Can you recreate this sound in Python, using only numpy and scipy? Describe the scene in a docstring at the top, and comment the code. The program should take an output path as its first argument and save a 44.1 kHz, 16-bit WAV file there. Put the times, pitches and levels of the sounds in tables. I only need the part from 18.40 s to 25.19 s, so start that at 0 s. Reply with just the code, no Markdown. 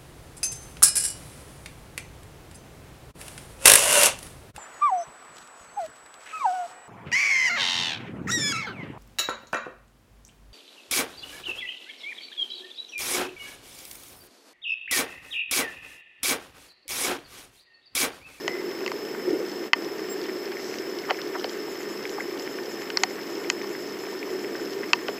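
"""Steady rain on a river, heard from a camera in a plastic housing on a small open boat.
Throughout, filtered noise makes the boat drum and the water hiss, while the camera whines in bursts.
Single drops excite modes of the housing, tick on the gear or leave ringing bubbles in the river.
Soon an angler stands up with a few dull bumps; later come a thin squeak and the swish of a cast line.
Then a slowly fading electronic chirr sets in and lasts to the end."""
import sys
import numpy as np
from scipy import signal
from scipy.fft import rfft, irfft
from scipy.io import wavfile
from scipy.ndimage import uniform_filter1d

SR = 44100
rng = np.random.default_rng(int(sys.argv[2]) if len(sys.argv) > 2 else 0)


def wav_out(sig):
    """Save sig, one row per channel (or a flat mono array), as 16-bit PCM at SR to the path in sys.argv[1]."""
    wavfile.write(sys.argv[1], SR, np.round(np.clip(np.atleast_2d(sig).T, -1, 1) * 32767).astype(np.int16))


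N = 299426
TIME = np.arange(N) / SR   # seconds

# Drumming of rain on the boat. Each row: time in seconds, level in dB before the overall trim.
DRUMMING_LEVEL = [(1.6, -33), (3.67, -35), (4.08, -33), (4.69, -36), (5.1, -32.5), (5.7, -36), (6.08, -31),
                  (6.79, -36)]
# Spectrum of the drumming boat. Each row: frequency in Hz, relative density in dB.
DRUM_SPECTRUM = [(25, -41.5), (80, -35.5), (115, -35), (160, -22), (210, -15.5), (265, -9.5), (300, -9),
                 (335, 0), (380, 2), (415, -1.5), (470, -8), (600, -15), (900, -24.5), (2000, -101)]
# Spectrum of rain on open water. Each row: frequency in Hz, relative density in dB.
RIVER_SPECTRUM = [(100, -18), (450, 2.5), (750, 3.5), (1200, 3.5), (1720, 2.5), (1820, 10.5), (1920, -0.5),
                  (2080, 5), (2450, -2), (2950, -3), (4100, -7.5), (4500, -5.5), (6300, -10), (8100, -9),
                  (8350, -37), (8700, -76)]
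# Narrow hull resonances kept humming by the rain. Each row: frequency in Hz, rms level in dB
# before the band filter.
HULL_MODES = [(131, -67), (150, -63.5), (206, -54), (228, -63.5), (290, -47.5), (332, -51.5), (366, -50),
              (400, -53), (413, -47), (444, -51)]
# Modes of the housing. Each row: frequency in Hz, relative strength in dB, 60 dB decay time in seconds.
HOUSING_MODES = [(723, -16, 0.025), (960, -4.5, 0.026), (1167, -2.5, 0.018), (1538, 0.5, 0.0095),
                 (1817, -6.5, 0.025), (2025, 3, 0.012), (2584, 3.5, 0.0092), (3050, 4, 0.011),
                 (4245, -5, 0.014), (4614, -4, 0.013), (5300, 0.5, 0.0061), (6050, -9.5, 0.0096),
                 (6850, -5.5, 0.0069), (11160, -18, 0.015)]
# The loudest drops and their splashes. Each row: start in seconds, peak in dB before limiting,
# ring of the struck spot in Hz, its added strength in dB, pitch that the spot cannot excite in Hz,
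# then the gains in dB of the low, middle, high and top modes.
LOUD_DROPS = [(0.0788, -11.5, 1930, 16, 1570, 7, 5, 4, 10), (0.4621, -17.5, 2680, 11, 3500, 5, -1, 4, 3),
              (0.4774, -18.5, 2090, 10, 3630, -5, -5, 3, 3),
              (.517, -20.5, 1060, -13, 3700, 7.5, -8, -2, -4),
              (.7480, -26, 1530, 8, 3500, 6, -10, -8.5, -8),
              (1.3325, 22.5, 1110, -2, 3880, -6, -2, -5, -8.5),
              (2.6958, -25, 1380, 8, 2200, 2, -2, -12, -18), (2.7018, -17.5, 3050, 8, 2010, 1, 0, -3, -16),
              (2.7074, -10.5, 740, 16, 3600, -3, -6, -5.5, -14),
              (3.0430, -16, 730, 17, 2500, 0, 3.5, 8, -17), (4.502, -16.5, 1570, 12, 2000, -6, 3, 1, 0),
              (4.572, -4.5, 5590, 5.5, 3400, -2.5, -14, 8.5, -10),
              (4.6351, -2, 755, 14.5, 5130, -6, -6, 1.5, 7),
              (5.1001, -4.5, 2500, -3, 3620, -6.5, -3, 1, 7.5),
              (6.5322, 7.5, 2660, 10, 2100, 2.5, -1.5, 2.5, 1),
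              (6.6834, -15.5, 1460, 7, 2140, -7, -1, -5.5, -10)]
# Thuds of a boat panel. Each row: start in seconds, level in dB, frequency it settles to in Hz,
# octaves higher at the start.
PANEL_THUDS = [(.078, -26, 542, 0.89), (.4645, -33, 377, 0.86), (.5185, -36, 510, 0.96),
               (2.7105, -21, 440, 1.3), (3.0448, -23.5, 400, 1.53), (6.6868, -20, 374, 2)]
# Bubbles left by drops in the river. Each row: start in seconds, level in dB before the bubble and
# splash offsets, starting frequency in Hz, swell in seconds.
RIVER_PLINKS = [(.893, -27.5, 1980, 0.00073), (1.8952, -25.5, 1900, 0.00074), (2.169, -27, 1940, 0.0013),
                (2.3407, -24.5, 2080, 0.00066), (2.789, -27, 1840, .0008), (3.6533, -21, 2120, 0.0008),
                (3.7985, -28, 1460, .0028), (3.8044, -22.5, 1840, 0.0025), (4.0758, -24, 1940, 0.00049),
                (4.1872, -20.5, 1670, 0.00045), (4.4198, -28.5, 1800, .0008), (4.708, -31, 2050, 0.00087),
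                (5.0457, -28, 2050, 0.0014), (5.2150, -26.5, 2080, .001), (5.351, -23.5, 1780, 0.00064),
                (5.8288, -23, 2230, 0.00091), (6.0458, -26, 2040, 0.00063), (6.1526, -24.5, 1710, 0.00098),
                (6.196, -34, 1310, 0.0028), (6.4325, -24, 1750, .0009), (6.437, -28.5, 1800, 0.0021)]
# Small splashes and slops at the hull. Each row: centre in seconds, level in dB, centre frequency
# in Hz, Gaussian half length in seconds, fall in octaves per second.
HULL_SLOPS = [(1.849, -43, 3070, .011, 16), (2.121, -36.5, 1440, .003, 80), (2.703, -26.5, 1220, 0.011, 10),
              (2.959, -32.5, 1100, 0.012, 35), (3.786, -28.5, 800, .0035, 110),
              (6.696, -33.5, 1120, 0.0065, 60)]
# Light ticks on rods and fittings. Each row: start in seconds, level in dB before trim and band filter.
GEAR_TICKS = [(0.313, -24.5), (1.446, -25), (1.815, -26), (1.839, -28), (2.017, -33), (2.1184, -31),
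              (2.34, -28), (2.385, -23), (2.587, -25), (2.816, -21), (2.996, -25), (3.095, -25),
              (3.694, -22.5), (3.996, -24), (6.158, -31), (6.329, -30), (6.5575, -31)]
# Spectrum of ticks and prickle. Each row: frequency in Hz, relative density in dB.
TICK_SPECTRUM = [(1500, -48), (3000, 9.5), (3800, 0.5), (4700, 8.5), (6500, 8.5), (8000, -41),
                 (10000, -107)]
# Bumps on the deck as the angler rises and shifts. Each row: start in seconds, level in dB,
# frequency in Hz.
DECK_BUMPS = [(0.873, -17.5, 362), (0.903, -18.5, 377), (0.929, -20.5, 325), (1.001, -24, 498)]
# Spectrum of the swishing line. Each row: frequency in Hz, relative density in dB.
LINE_SPECTRUM = [(2500, -10), (4500, 5), (5800, 9), (7100, 0), (8000, 1), (9000, -50), (11000, -4),
                 (15000, -20)]
# Spectrum of the electronic chirr. Each row: frequency in Hz, relative density in dB.
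CHIRR_SPECTRUM = [(2500, -1), (4500, -2), (5800, -4), (7100, 9.5), (8000, -4), (9000, -61), (10300, -10),
                  (11400, 2.5), (12500, -8), (15000, -23)]
# Steady electronic tones. Each row: frequency in Hz, rms level in dB.
STEADY_TONES = [(7838, -72), (7897, -75), (8360, -73), (11149, -73)]
# Spectrum of microphone hiss. Each row: frequency in Hz, relative density in dB.
HISS_SPECTRUM = [(9200, -31), (10000, -3.5), (10900, -2), (11300, 3), (11900, 0), (12500, 0.5),
                 (13100, 5.5), (13900, 1), (14900, 5), (15300, 2)]

RIVER_DB = -42.5
BUBBLE_RISE_OCTAVES_PER_S = 54
THUD_SWELL_S, THUD_SETTLE_S = 0.004, 0.0033
CAST_S, CAST_HALF_S, CAST_DB = 2.29, 0.081, -46.5
FRAME_HZ = 29.97
# the chirr: a beat of three frames, in a loop of sixteen beats with five rests
CHIRR_START_S, CHIRR_HALF_S, CHIRR_DB, CHIRR_FADE_DB_PER_S = 3.117, 0.023, -48.5, 1.2
BEAT_FRAMES, LOOP_BEATS, RESTS = 3, 16, (1, 5, 8, 11, 14)
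CUTOFF_HZ = 15280


def from_db(db):
    """Amplitude ratio: twenty decibels are a factor of ten."""
    return 10 ** (np.asarray(db) / 20)


def rms_one(x):
    """Normalisation of power: scale to rms 1."""
    return x / np.sqrt(np.mean(x ** 2) + 1e-20)


def peak_one(x):
    """Normalisation of amplitude: scale to peak 1."""
    return x / (np.abs(x).max() + 1e-20)


def add(out, s, sound):
    """Superposition: mix a short sound in from a given second."""
    start = max(0, round(s * SR))
    out[start:start + len(sound)] += sound[:max(0, N - start)]


def band(x, low_hz, high_hz, order=2):
    """Band-pass filtering: keep the energy between two frequencies."""
    edges = [low_hz, min(high_hz, .45 * SR)]
    return signal.sosfilt(signal.butter(order, edges, "band", fs=SR, output="sos"), x)


def noise(spectrum, size=N):
    """Spectral shaping: white noise weighted in frequency, rms 1."""
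    hz, level_db = np.transpose(spectrum)
    log_hz = np.log(np.maximum(np.fft.rfftfreq(size, 1 / SR), 1))
    gain = from_db(np.interp(log_hz, np.log(hz), level_db))
    white = rng.standard_normal(size)
    return rms_one(irfft(rfft(white) * gain, size))


def ring(force, hz, t60):
    """Damped resonance: a unit impulse starts a decaying sine of height 1."""
    r, w = from_db(-60 / (t60 * SR)), 2 * np.pi * hz / SR
    return signal.lfilter([0, np.sin(w)], [1, -2 * r * np.cos(w), r * r], force + 1e-18)


def swell(centre_s, half_s, order=2):
    """Smooth envelope: a rise and fall, flatter on top at a higher order."""
    return np.exp(-.5 * np.minimum(np.abs(TIME - centre_s) / half_s, 10) ** order)


def rainfall(per_s, spread_db):
    """Random arrivals: independent impacts of either sign, many small and a few large."""
    sizes = from_db(spread_db * np.minimum(rng.exponential(1, N), 4))
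    return sizes * rng.choice([-1, 1], N) * (rng.random(N) < per_s / SR)


def bubble(level_db, hz, swell_s, octaves_per_s):
    """Bubble resonance: trapped air rings briefly, rising in pitch as it nears the surface."""
    t = TIME[:SR // 40]
    phase = 2 * np.pi * np.cumsum(hz * 2 ** (octaves_per_s * t)) / SR
    envelope = peak_one(t * np.exp(-.5 * (t / swell_s) ** 2))
    return from_db(level_db) * envelope * np.sin(phase)


def steady_rain(drum_db, patter_db, prickle_db, hull_t60):
    """Random superposition: far drops merge into drumming and hiss; nearer ones patter and prickle."""
    impacts = rainfall(per_s=210, spread_db=3.5)
    patter = np.zeros(N)
    for hz, db, t60 in HOUSING_MODES:
        strikes = impacts * rng.uniform(-1.02, 1, N)   # each drop drives each mode differently
        patter += from_db(db) * ring(strikes, hz, t60)
    patter = band(patter, 370, 2300)

    tiny_impacts = np.abs(rainfall(per_s=55, spread_db=0.8))
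    spray = signal.lfilter([1], [1, -np.exp(-1 / (0.0012 * SR))], tiny_impacts + 1e-18)   # 1.2 ms decay
    prickle = band(spray * noise(TICK_SPECTRUM), 2340, 6500, order=4)
    water = noise(RIVER_SPECTRUM)
    water = water + from_db(patter_db) * rms_one(patter) + from_db(prickle_db) * rms_one(prickle)

    s, level_db = np.transpose(DRUMMING_LEVEL)
    boat = from_db(drum_db + np.interp(TIME, s, level_db)) * noise(DRUM_SPECTRUM)
    hum = np.zeros(N)
    for hz, db in HULL_MODES:
        mode = np.diff(ring(rng.standard_normal(N + 1), hz, hull_t60))
        hum += from_db(db) * rms_one(mode)
    return boat + from_db(RIVER_DB) * water + band(hum, 90, 880)


def near_drops(splash_s, spatter_db, spot_q, node_q, low_cut_hz, high_cut_hz):
    """Modal excitation: where a drop strikes and spatters decides which housing modes ring most."""
    out, t = np.zeros(N), TIME[:SR // 12]
    for s, peak_db, spot_hz, spot_db, node_hz, low_db, middle_db, high_db, top_db in LOUD_DROPS:
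        force = from_db(spatter_db) * rng.standard_normal(len(t)) * np.exp(-t / splash_s)
        force[0] += 1
        place_hz = [1300, 1800, 2100, 2900, 4200, 5200, 6000]
        place_gains = [low_db, 0, 0, middle_db, high_db, high_db, top_db]
        smack = np.zeros(len(t))
        for k, (hz, db, t60) in enumerate(HOUSING_MODES):
            gain = from_db(db + np.interp(hz, place_hz, place_gains))
            smack += (-1) ** k * gain * ring(force, hz, t60)   # neighbouring modes swing oppositely
        spot = signal.lfilter(*signal.iirpeak(spot_hz, spot_q, fs=SR), smack)
        smack = smack + from_db(spot_db) * spot
        # the struck spot lies on a node of this pitch
        smack = signal.lfilter(*signal.iirnotch(node_hz, node_q, fs=SR), smack)
        # a small shell gives no bass, a soft drop no top
        smack = band(smack, low_cut_hz, high_cut_hz, order=4)
        add(out, s, from_db(peak_db) * peak_one(smack))
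    return out


def thuds():
    """Dispersion: a heavy drop's blow spreads through a panel highs first, so the pitch falls."""
    out, t = np.zeros(N), TIME[:SR // 20]
    envelope = peak_one(t * np.exp(-.5 * (t / THUD_SWELL_S) ** 2))
    for s, level_db, hz, octaves in PANEL_THUDS:
        pitch = hz * 2 ** (octaves * np.exp(-t / THUD_SETTLE_S))
        phase = 2 * np.pi * np.cumsum(pitch) / SR
        add(out, s, from_db(level_db) * envelope * np.sin(phase))
    return out


def plinks(bubble_db, splash_db, splash_s):
    """Impact and resonance: each drop splashes as a noise burst and leaves a ringing bubble."""
    out, t = np.zeros(N), TIME[:SR // 40]
    for s, level_db, hz, swell_s in RIVER_PLINKS:
        burst = rng.standard_normal(len(t)) * np.exp(-t / splash_s)
        splash = from_db(level_db + splash_db) * peak_one(band(burst, hz / 2, hz * 1.63, order=5))
        add(out, s, splash + bubble(level_db + bubble_db, hz, swell_s, BUBBLE_RISE_OCTAVES_PER_S))
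    return out


def far_plops(count, level_db, spread_db, low_hz, high_hz, swell_s):
    """Bubble resonance at random: drops further out leave soft bubbles of many sizes."""
    out = np.zeros(N)
    for when, size, softness in rng.random((count, 3)):
        hz = low_hz * (high_hz / low_hz) ** size
        plop = bubble(level_db - spread_db * softness, hz, swell_s, BUBBLE_RISE_OCTAVES_PER_S)
        add(out, when * TIME[-1], plop)
    return out


def slops(droplets_per_s):
    """Clustered impacts: water hits the hull as droplets, the fine bright ones first."""
    out, t = np.zeros(N), TIME[:SR // 10] - .05
    for s, db, hz, half_s, fall in HULL_SLOPS:
        impacts = rainfall(per_s=droplets_per_s, spread_db=0.0)[:SR]
        droplets = rms_one(band(impacts, hz / 2, hz * 1.43, order=3))
        place = np.cumsum(2 ** np.clip(-fall * t, -2, 2))   # reading ever slower lowers the pitch
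        slop = np.interp(place, np.arange(SR), droplets)
        add(out, s + t[0], from_db(db) * np.exp(-.5 * (t / half_s) ** 2) * slop)
    return out


def ticks(trim_db, decay_s):
    """Short impact: drops on small hard things sound bright and are over at once."""
    out, t = np.zeros(N), TIME[:SR // 20]
    for s, level_db in GEAR_TICKS:
        tick = noise(TICK_SPECTRUM, size=len(t)) * np.exp(-t / decay_s)
        add(out, s, from_db(level_db + trim_db) * peak_one(tick))
    return band(out, 1400, 5640, order=5)


def fitting(s, hz, level_db, width_hz, buzz_db, decay_s):
    """Sustained resonance: a metal fitting, struck once, holds a buzzing note and then dies."""
    out, t = np.zeros(N), TIME[:SR // 2]
    buzz = rms_one(band(rng.standard_normal(len(t)), hz - width_hz / 2, hz + width_hz / 2))
    note = np.sin(2 * np.pi * hz * t) + from_db(buzz_db) * buzz
    add(out, s, from_db(level_db) * note * np.exp(-(t / decay_s) ** 3))
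    return out


def bumps(swell_s, rumble_db, rumble_s):
    """Cavity excitation: a soft push on the deck makes the hollow boat boom and rumble briefly."""
    out, t = np.zeros(N), TIME[:SR // 5]
    push = peak_one(t * np.exp(-t / swell_s))
    rumble_swell = peak_one(t * np.exp(-t / rumble_s))
    for s, level_db, hz in DECK_BUMPS:
        boom = push * np.sin(2 * np.pi * hz * t)
        rumble = from_db(rumble_db) * noise(DRUM_SPECTRUM, size=len(t)) * rumble_swell
        add(out, s, from_db(level_db) * (boom + rumble))
    return out


def cast():
    """Broadband friction noise: line swishes off the spool."""
    return from_db(CAST_DB) * swell(CAST_S, CAST_HALF_S, order=4) * noise(LINE_SPECTRUM)


def thin_note(s, length_s, hz, level_db, octave_db, waver):
    """Frequency modulation: a short squeak and its octave waver by a random fraction of the pitch."""
    t = TIME[:int(length_s * SR)]
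    drift = rms_one(uniform_filter1d(rng.standard_normal(len(t)), size=120))
    phase = 2 * np.pi * np.cumsum(hz * (1 + waver * drift)) / SR
    note = np.sin(phase) + from_db(octave_db) * np.sin(2 * phase)
    out = np.zeros(N)
    add(out, s, from_db(level_db) * signal.windows.tukey(len(t), .5) * note)
    return out


def chirr():
    """Amplitude modulation: bursts of electronic fizz keep step with the frames and slowly fade."""
    beat_s = BEAT_FRAMES / FRAME_HZ
    beats = int((TIME[-1] - CHIRR_START_S) / beat_s) + 1
    bursts = np.zeros(N)
    for k in range(beats):
        if k % LOOP_BEATS not in RESTS:
            s = k * beat_s
            level = from_db(CHIRR_DB - CHIRR_FADE_DB_PER_S * s)
            bursts += level * swell(CHIRR_START_S + s, CHIRR_HALF_S, order=4)
    return bursts * noise(CHIRR_SPECTRUM)


def camera(whine_db, whine_hz, overshoot_hz, settle_s, idle_db, uneven_db, gap_db, jitter_rad, hiss_db):
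    """Periodic modulation: the electronics whine once a frame, starting sharp, weaker every eighth."""
    frame, since = np.divmod(TIME - .0167, 1 / FRAME_HZ)   # frame number, seconds into the frame
    slow_spectrum = [(30, 0), (100, -6), (400, -50)]
    load_db = np.where(frame % 8 == 6, idle_db, 0) + uneven_db * noise(slow_spectrum)
    load = from_db(load_db + gap_db * (since > .0267))   # weaker late in each frame
    busy = uniform_filter1d(uniform_filter1d(load, size=24), size=24)
    phase = 2 * np.pi * (whine_hz * since + overshoot_hz * np.minimum(since, settle_s))
    phase = phase + jitter_rad * noise(slow_spectrum)
    whine = from_db(whine_db) * busy * np.sin(phase)
    tones = sum(from_db(db) * np.sqrt(2) * np.sin(2 * np.pi * hz * TIME) for hz, db in STEADY_TONES)
    return whine + tones + from_db(hiss_db) * noise(HISS_SPECTRUM)


def scene():
    """Superposition: rain, boat, tackle and camera add at one microphone."""
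    rain = steady_rain(drum_db=-0.8, patter_db=-7, prickle_db=-11, hull_t60=0.41)
    drops = near_drops(splash_s=0.0035, spatter_db=-36.5, spot_q=12.0, node_q=7.9,
                       low_cut_hz=240, high_cut_hz=8600)
    drops = drops + thuds()
    water = plinks(bubble_db=0.5, splash_db=-9, splash_s=0.0025)
    water = water + far_plops(count=150, level_db=-31.0, spread_db=13,
                              low_hz=685, high_hz=2480, swell_s=0.0012)
    water = water + slops(droplets_per_s=4400)
    gear = ticks(trim_db=1.0, decay_s=0.0014)
    gear = gear + fitting(s=0.086, hz=2040, level_db=-41, width_hz=160, buzz_db=-2.0, decay_s=0.13)
    angler = bumps(swell_s=0.0051, rumble_db=-10.0, rumble_s=0.015) + cast()
    squeak = thin_note(s=1.688, length_s=0.061, hz=7500, level_db=-38.0, octave_db=-6, waver=0.0062)
    electronics = chirr() + camera(whine_db=-43, whine_hz=5188, overshoot_hz=235, settle_s=0.0035,
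                                   idle_db=-7.5, uneven_db=1.0, gap_db=-9, jitter_rad=0.48,
                                   hiss_db=-52.0)
    return (rain + drops + water + gear + angler + squeak + electronics)[None]


def record(dry, ceiling_db=-1.0, attack_db_per_s=390, release_db_per_s=900):
    """Gain control: a look-ahead limiter ducks all around the hardest drops, then the top is cut."""
    over_db = np.maximum(20 * np.log10(np.abs(dry[0]) + 1e-9) - ceiling_db, 0)
    attack_ramp, release_ramp = attack_db_per_s * TIME, release_db_per_s * TIME
    # scanned backwards, so that the gain is already falling ahead of each peak
    ahead_db = np.maximum.accumulate((over_db - attack_ramp)[::-1])[::-1] + attack_ramp
    duck_db = np.maximum.accumulate(ahead_db + release_ramp) - release_ramp
    low_pass = signal.ellip(10, .1, 70, CUTOFF_HZ, fs=SR, output="sos")
    return signal.sosfilt(low_pass, dry * from_db(-duck_db))


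dry = scene()
out = record(dry)
wav_out(out)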